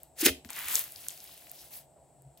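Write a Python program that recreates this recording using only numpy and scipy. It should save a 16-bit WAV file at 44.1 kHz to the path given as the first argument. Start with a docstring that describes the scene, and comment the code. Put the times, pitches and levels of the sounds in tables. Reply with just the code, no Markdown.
"""Sticky slime on a table

A big lump in a small quiet room, close to a stereo microphone pair. Fingers pull out of it with a
tearing squelch and hollow plops, squeeze its sides, then draw it into long fizzing strands. Tiny
bursting films make the crackle, trapped air bubbles snap throughout, and a last fold lands with a thud."""
import sys
import numpy as np
from scipy import signal
from scipy.fft import rfft, irfft
from scipy.io import wavfile

SR = 44100
rng = np.random.default_rng(int(sys.argv[2]) if len(sys.argv) > 2 else 0)


def put_to_file(sound):
    """Save the sound as 16-bit audio at rate SR, in the file named by the first command-line argument."""
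    columns = np.atleast_2d(sound).T  # one column per channel
    safe = np.clip(columns, -1, 1)
    whole_steps = np.round(safe * 32767)
    wavfile.write(sys.argv[1], SR, whole_steps.astype(np.int16))


N = 105840
T = np.arange(N) / SR
HZ = np.maximum(np.arange(N + 1) * SR / (2 * N), 1)
CUTOFF_HZ = 16000
# Spectrum of small bubbles opening on the surface: (frequency [Hz], density [dB])
FIZZ_SPECTRUM = [(500,-23),(1200,-16),(2000,-12),(3000,-10),(5000,-9),(7500,-10),(9200,-9.5),(11200,-3.5),(14000,-0.5),(15800,-7.5)]


def from_db(db):
    """Decibels to gain."""
    return 10 ** (np.asarray(db) / 20)


def unit_rms(x):
    """Scale to unit rms."""
    return x / np.sqrt(np.mean(x ** 2) + 1e-20)


def level(rows, column=1):
    """Gain in time from one dB column; silent outside the gesture."""
    rows = np.array(rows)
    return from_db(np.interp(T, rows[:, 0], rows[:, column])) * (T >= rows[0, 0]) * (T <= rows[-1, 0])


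def per_hz(points):
    """Read a table on a log-frequency axis."""
    hz, value = np.transpose(points)
    return np.interp(np.log(HZ), np.log(hz), value)


def filtered(x, response):
    """Apply a frequency response."""
    return irfft(rfft(x, 2 * N) * response)[..., :N]


def resonance(x, hz, width_hz):
    """Two-pole resonance with gain 1 at its peak."""
    r = np.exp(-np.pi * width_hz / SR)
    gain = (1 - r * r) / 2
    return signal.lfilter([gain, 0, -gain], [1, -2 * r * np.cos(2 * np.pi * hz / SR), r * r], x + 1e-18)


def panned(x, db):
    """Mono to stereo, the left louder by db."""
    return np.array([x * from_db(db / 2), x * from_db(-db / 2)])


def dying(start, decay_s, attack_s=0.0019):
    """A quick rise and an exponential fall."""
    t = np.maximum(T - start, 0)
    return np.minimum(t / attack_s, 1) * np.exp(-t / decay_s)


def soft_tone(start, hz, swell_s, decay_s):
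    """A damped tone that swells and dies away."""
    t = np.maximum(T - start, 0)
    rise = np.sin(np.pi / 2 * np.minimum(t / swell_s, 1)) ** 2
    fall = np.exp(-np.maximum(t - swell_s, 0) / decay_s)
    return rise * fall * np.sin(2 * np.pi * hz * t)


def crackle(spectrum, per_s, spread_db, q, scatter_db=3.5, bands=20):
    """Tiny films burst at random, each with its own size, place and briefly ringing pitch; rms 1."""
    # Reflections off hands and table, different at each microphone: (frequency [Hz], level [dB])
    reflections = [(300,-18.5),(700,-8),(1200,-10),(2500,-4.5),(4500,-6),(8000,-9),(11000,-16),(14000,-11.5)]
    out, power = np.zeros((2, N)), 0
    for hz in np.linspace(np.sqrt(400), np.sqrt(15500), bands) ** 2:
        bursts = rng.random(N) < per_s / bands / SR
        sizes = from_db(spread_db * np.minimum(rng.exponential(1, N), 4)) * rng.choice([-1, 1], N)
        direct = unit_rms(panned(bursts * sizes, scatter_db * rng.standard_normal(N)))
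        diffuse = from_db(np.interp(hz, *np.transpose(reflections))) * rng.standard_normal((2, N))
        out += resonance(direct + diffuse, hz, hz / q)
        ring = resonance(1. * (T == 0), hz, hz / q)
        power += abs(rfft(ring, 2 * N)) ** 2
    colour = from_db(per_hz(spectrum)) / np.sqrt(power + .01)  # evens out the overlapping bands
    return unit_rms(filtered(out, colour * (HZ < CUTOFF_HZ)))


def room_tone(level_db=-62, side_db=-10):
    """Steady low rush of the room with a faint hiss."""
    # The quiet room: (frequency [Hz], density [dB])
    spectrum = [(20,-39),(36,-24.5),(48,-7),(66,6.5),(100,-7.5),(145,6),(200,-7.5),(330,-3.5),(480,-6.5),(680,4.5),(850,-4),(1200,-20.5),(2500,-26),(6500,-28.5),(8000,-9),(9500,-25.5),(14500,-27.5),(16000,-35)]
    mid, side = filtered(rng.standard_normal((2, N)), from_db(per_hz(spectrum)))
    return from_db(level_db) * unit_rms(mid + from_db(side_db) * np.array([side, -side]))


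def touches():
    """Fingers brush the tacky surface and leave a brief rustle."""
    # Light touches: (time [s], level [dB], decay [s])
    contacts = [(.0,-62,.05),(0.034,-73,0.015),(0.448,-54.5,0.043),(2.376,-59,0.014)]
    # Tacky rustle: (frequency [Hz], density [dB])
    spectrum = [(500,-9),(1500,-2),(4000,-0.5),(7000,-2.5),(11000,-3),(14500,8),(15800,-8)]
    envelope = sum(from_db(db) * dying(start, decay_s) for start, db, decay_s in contacts)
    return envelope * crackle(spectrum, per_s=20000, spread_db=5, q=4.1)


def snaps(spray_db=-21.5, spray_s=.0009, size=1024):
    """A bubble wall breaks: one click and a short spray ring its small cavity."""
    # Trapped air bubbles: (time [s], peak [dB], pitch [Hz], width [Hz], left over right [dB])
    bubbles = [(0.0331,-28,13580,3000,1),(0.259,-6.5,6500,5000,-9),(0.263,-7.5,8100,9000,-7),(.2640,-6.5,2640,2500,-6),
               (.4482,-35,1800,1440,8.5),(.4483,-38.5,10500,3000,2),(.4900,-33,5140,2000,-1),(0.4977,-43,2560,1000,18),(.5001,-32,7500,8100,-6),(0.5044,-17.5,11200,7000,0),(0.504,-35.5,1935,1180,13),(.5052,-40,950,202.6,3.5),
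               (0.532,-26.5,6000,3960,2),(0.5638,-26.5,7800,9000,0),(.5699,-35,1750,700,0),(0.5909,-19.5,11000,9000,-7),(0.5891,-33,1900,1500,-4),(0.6842,-16,11000,8000,-12),(0.6839,-27,1980,1800,0),(0.6867,-18.5,12000,5000,3),(.6998,-22.5,11000,8000,-5),
               (0.7464,-20,14200,700,9),(.7551,-4,6840,3000,-0.5),(0.7552,-7,14200,1500,-1),(0.7933,-10,14020,1600,0),(.8402,-22,13800,2000,-3),(0.9217,-26.5,11600,2000,-2),(0.9607,-31.5,4930,1500,3),
               (1.0075,-34,13000,4000,0),(1.0432,-40,2830,1000,6),(1.067,-41,1670,704,8),(1.0659,-40,4670,2500,4),(1.085,-15,8050,1820,-5),(1.0847,-15.5,12300,3000,1),(1.0953,-37,3100,700,7),(1.1053,-29,7200,1200,1),
               (1.1768,-35.5,4770,1800,-4),(1.2036,-32,5700,2200,-1),(1.2419,-27,13800,1300,-1),(1.2755,-39.5,4050,1510,-1),(1.293,-52.5,1050,300,10),
               (1.3778,-35,9700,3000,-1),(1.4706,-42,1990,1200,1),(1.4967,-34,7300,2000,1),(1.5158,-24,14300,1500,-2),(2.2212,-41.5,11950,5950,3.5),(2.3747,-39,11250,9070,-3.5),(2.3747,-47,4230,2206,6)]
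    out, t = np.zeros((2, N + size)), T[:size]
    for start, db, hz, width_hz, pan_db in bubbles:
        click = t == 0
        spray = from_db(spray_db) * rng.standard_normal(size) * np.exp(-t / spray_s)
        band = signal.butter(2, [hz / 2, CUTOFF_HZ], "band", fs=SR, output="sos")
        snap = signal.sosfilt(band, resonance(click + spray, hz, width_hz))
        i = int(start * SR)
        out[:, i:i + size] += panned(from_db(db) * snap / abs(snap).max(), pan_db)
    return out[:, :N]


def peel():
    """Slime tears away from the fingers in a fine and a coarse crackle."""
    # Fingers pull out: (time [s], fine level [dB], coarse level [dB])
    pull = [(.155,-71,-76.5),(.18,-50.5,-55),(.192,-38.5,-49),(.217,-27.5,-39.5),(.229,-42,-38),(.245,-30,-36),(.254,-20,-28.5),(.263,-17.5,-23.5),(.273,-30.5,-26),(.291,-32,-26),(.304,-40,-55.5),(.335,-66,-65.5)]
    # The two layers of the tearing: (frequency [Hz], density [dB])
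    fine = [(1500,-22.5),(3000,-15.5),(4500,-5),(6500,-1),(9000,-5),(10900,0.5),(12500,-1),(14300,5.5),(15800,-5.5)]
    coarse = [(100,-34),(400,-1),(650,-4.5),(1000,-8),(1500,1),(2000,2.5),(3200,0),(5000,-1.5),(9000,-26)]
    return (level(pull) * crackle(fine, per_s=7800, spread_db=2, q=3.4)
            + level(pull, column=2) * crackle(coarse, per_s=6400, spread_db=3, q=4))


def plops():
    """Finger holes open and suck in air, one hollow tone each."""
    # Air pockets: (time [s], peak [dB], pitch [Hz], swell [s], decay [s])
    pockets = [(.206,-46.5,450,0.0051,0.016),(.2245,-23.5,317,0.0092,0.0054),(.2470,-34,360,0.0053,0.0072),(.2570,-21,294,0.0051,0.003),(.2655,-16.5,335,0.0048,0.0037),(.278,-29.5,459,0.0056,0.0089)]
    return sum(from_db(db) * soft_tone(start, *tone) for start, db, *tone in pockets)


def room_boom(start_s=.268, swell_s=0.021):
    """The room rings on with a low boom after the plops."""
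    # Low modes of the room: (frequency [Hz], peak [dB], time to fall 60 dB [s])
    modes = [(66,-48,.42),(200.2,-47.5,.22),(266.8,-34,.24),(435.5,-40.5,.2),(616,-41.5,.17)]
    return sum(from_db(db) * soft_tone(start_s, hz, swell_s, t60 / np.log(1000)) for hz, db, t60 in modes)


def thuds():
    """The lump shifts and lands on the table, one low damped tone each time."""
    # Soft landings: (time [s], peak [dB], pitch [Hz], swell [s], decay [s])
    landings = [(.295,-37,74,0.017,0.02),(.44,-50.5,82,0.03,0.0098),(.645,-54,75,0.018,0.023),(.72,-60,81,0.012,0.037),(.945,-59.5,88,.025,0.015),(1.97,-67.5,69.8,0.027,0.026),(2.11,-57.5,136.8,0.12,0.059),(2.235,-48,136,.04,0.018),(2.25,-58,65,.03,0.07)]
    return sum(from_db(db) * soft_tone(start, *tone) for start, db, *tone in landings)


def slumps(width_share=.4):
    """Folds of slime slump against each other with dull, wet flops."""
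    # Folds: (time [s], level [dB], decay [s], pitch [Hz])
    folds = [(0.445,-49.5,0.031,240),(0.499,-55,0.021,850),(.746,-53,0.043,600),(1.959,-55.5,0.049,604)]
    out = np.zeros(N)
    for start, db, decay_s, hz in folds:
        band = resonance(rng.standard_normal(N), hz, width_share * hz)
        flop = unit_rms(resonance(band, hz, width_share * hz))
        out += from_db(db) * dying(start, decay_s, attack_s=0.0068) * flop
    return out


def squeeze():
    """Both fists crush the foamy slime into a fine and a coarse crackle."""
    # The fists close: (time [s], fine level [dB], coarse level [dB])
    grip = [(.49,-72,-48.5),(.51,-48,-55),(.54,-48,-51),(.565,-41,-45),(.66,-41.5,-44.5),(.71,-34.5,-41),(.765,-28.5,-46),(.80,-34,-47),(.825,-45,-57.5),(.88,-55,-58)]
    # The two layers of the crushing: (frequency [Hz], density [dB])
    fine = [(1500,-22.5),(3500,-11.5),(5500,-14),(7500,-11),(9000,-13.5),(11000,-7.5),(12800,-6),(14200,0.5),(15800,-14)]
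    coarse = [(200,-18),(600,-15.5),(900,-4),(1300,-2),(1900,2.5),(2600,-0.5),(3800,-5.5),(6000,-23.5)]
    return (level(grip) * crackle(fine, per_s=20000, spread_db=4.5, q=3)
            + level(grip, column=2) * crackle(coarse, per_s=4000, spread_db=3, q=2.35))


def stretch(blisters_db=-14.5):
    """Countless small bubbles and a few larger blisters open on the stretching surface."""
    # Strands are drawn out: (time [s], level [dB])
    draw = [(.8,-41),(.87,-51),(1.0,-50.5),(1.1,-48),(1.19,-52),(1.28,-53),(1.42,-55.5),(1.48,-55.5),(1.54,-54),(1.61,-53.5),(1.66,-53),(1.695,-59),(1.742,-47),(1.775,-50),(1.81,-57.5),(1.86,-74)]
    # Larger bubbles among the fizz: (frequency [Hz], density [dB])
    blister_spectrum = [(600,-3.5),(1200,-2.5),(2000,0),(3200,0),(5000,-0.5),(7000,-23),(10000,-21)]
    fizz = crackle(FIZZ_SPECTRUM, per_s=22000, spread_db=5, q=5.9)
    blisters = crackle(blister_spectrum, per_s=590, spread_db=3.5, q=3.1)
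    return level(draw) * (fizz + from_db(blisters_db) * blisters)


def sizzles(width_share=0.51):
    """A patch of the slime's skin gives way: small bubbles of like size burst together."""
    # Patches: (time of peak [s], level [dB], half length [s], pitch [Hz])
    patches = [(1.31,-60,0.099,3250),(1.599,-55.5,0.032,4850),(1.76,-47.5,0.039,14200)]
    grains = crackle(FIZZ_SPECTRUM, per_s=9000, spread_db=3, q=3.2)
    out = np.zeros((2, N))
    for peak_s, db, half_s, hz in patches:
        envelope = from_db(db) * np.exp(-((T - peak_s) / half_s) ** 2)
        out += envelope * unit_rms(resonance(grains, hz, width_share * hz))
    return out


def room(x, t60_s=0.24, gap_s=0.0019):
    """Diffuse reflections of the small room, different at each microphone."""
    # Colour of the reflections: (frequency [Hz], gain [dB])
    colour = [(100,6),(400,7.5),(700,8),(1300,-8.5),(3000,5),(6000,-0.5),(10000,1),(16000,-8.5)]
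    tail = rng.standard_normal((2, N)) * from_db(-60 * T / t60_s) * (T > gap_s)
    tail /= np.sqrt(np.sum(tail ** 2, axis=1, keepdims=True))
    return filtered(x, rfft(tail, 2 * N) * from_db(per_hz(colour)))


def scene():
    """The slime from close by, with the room behind it."""
    crackles = peel() + squeeze() + stretch() + sizzles() + touches()
    pops, hollows = snaps(), plops()
    wide_reverb = room(from_db(-14) * crackles + from_db(-11.5) * pops)
    centre_reverb = from_db(-12.5) * room(hollows).mean(axis=0)
    direct = crackles + pops + hollows + thuds() + slumps()
    return direct + wide_reverb + centre_reverb + room_boom() + room_tone()


def record(dry):
    """The two microphones of the close pair differ in level and phase; the top treble is cut."""
    # Balance of the pair: (frequency [Hz], left over right [dB])
    balance = [(100,1.5),(900,-0.5),(2000,0),(4000,3),(7500,5),(9300,5.5),(11500,-0.5),(16000,1.5)]
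    # Phase between the pair: (frequency [Hz], lead of the left [rad])
    phase = [(300,0),(700,-.3),(1100,.3),(2500,0),(4000,.7),(6000,.6),(8000,.1),(9800,.7),(11300,-.1),(13350,-3.14),(15300,-6.2),(17000,-6.3)]
    left_lead = np.array([np.exp(1j * per_hz(phase)), np.ones(N + 1)])
    pair = panned(1, per_hz(balance)) * left_lead
    top_cut = signal.cheby2(16, 70, CUTOFF_HZ + 1100, fs=SR, output="sos")
    return signal.sosfilt(top_cut, filtered(dry, pair))


dry = scene()
out = record(dry)
put_to_file(out)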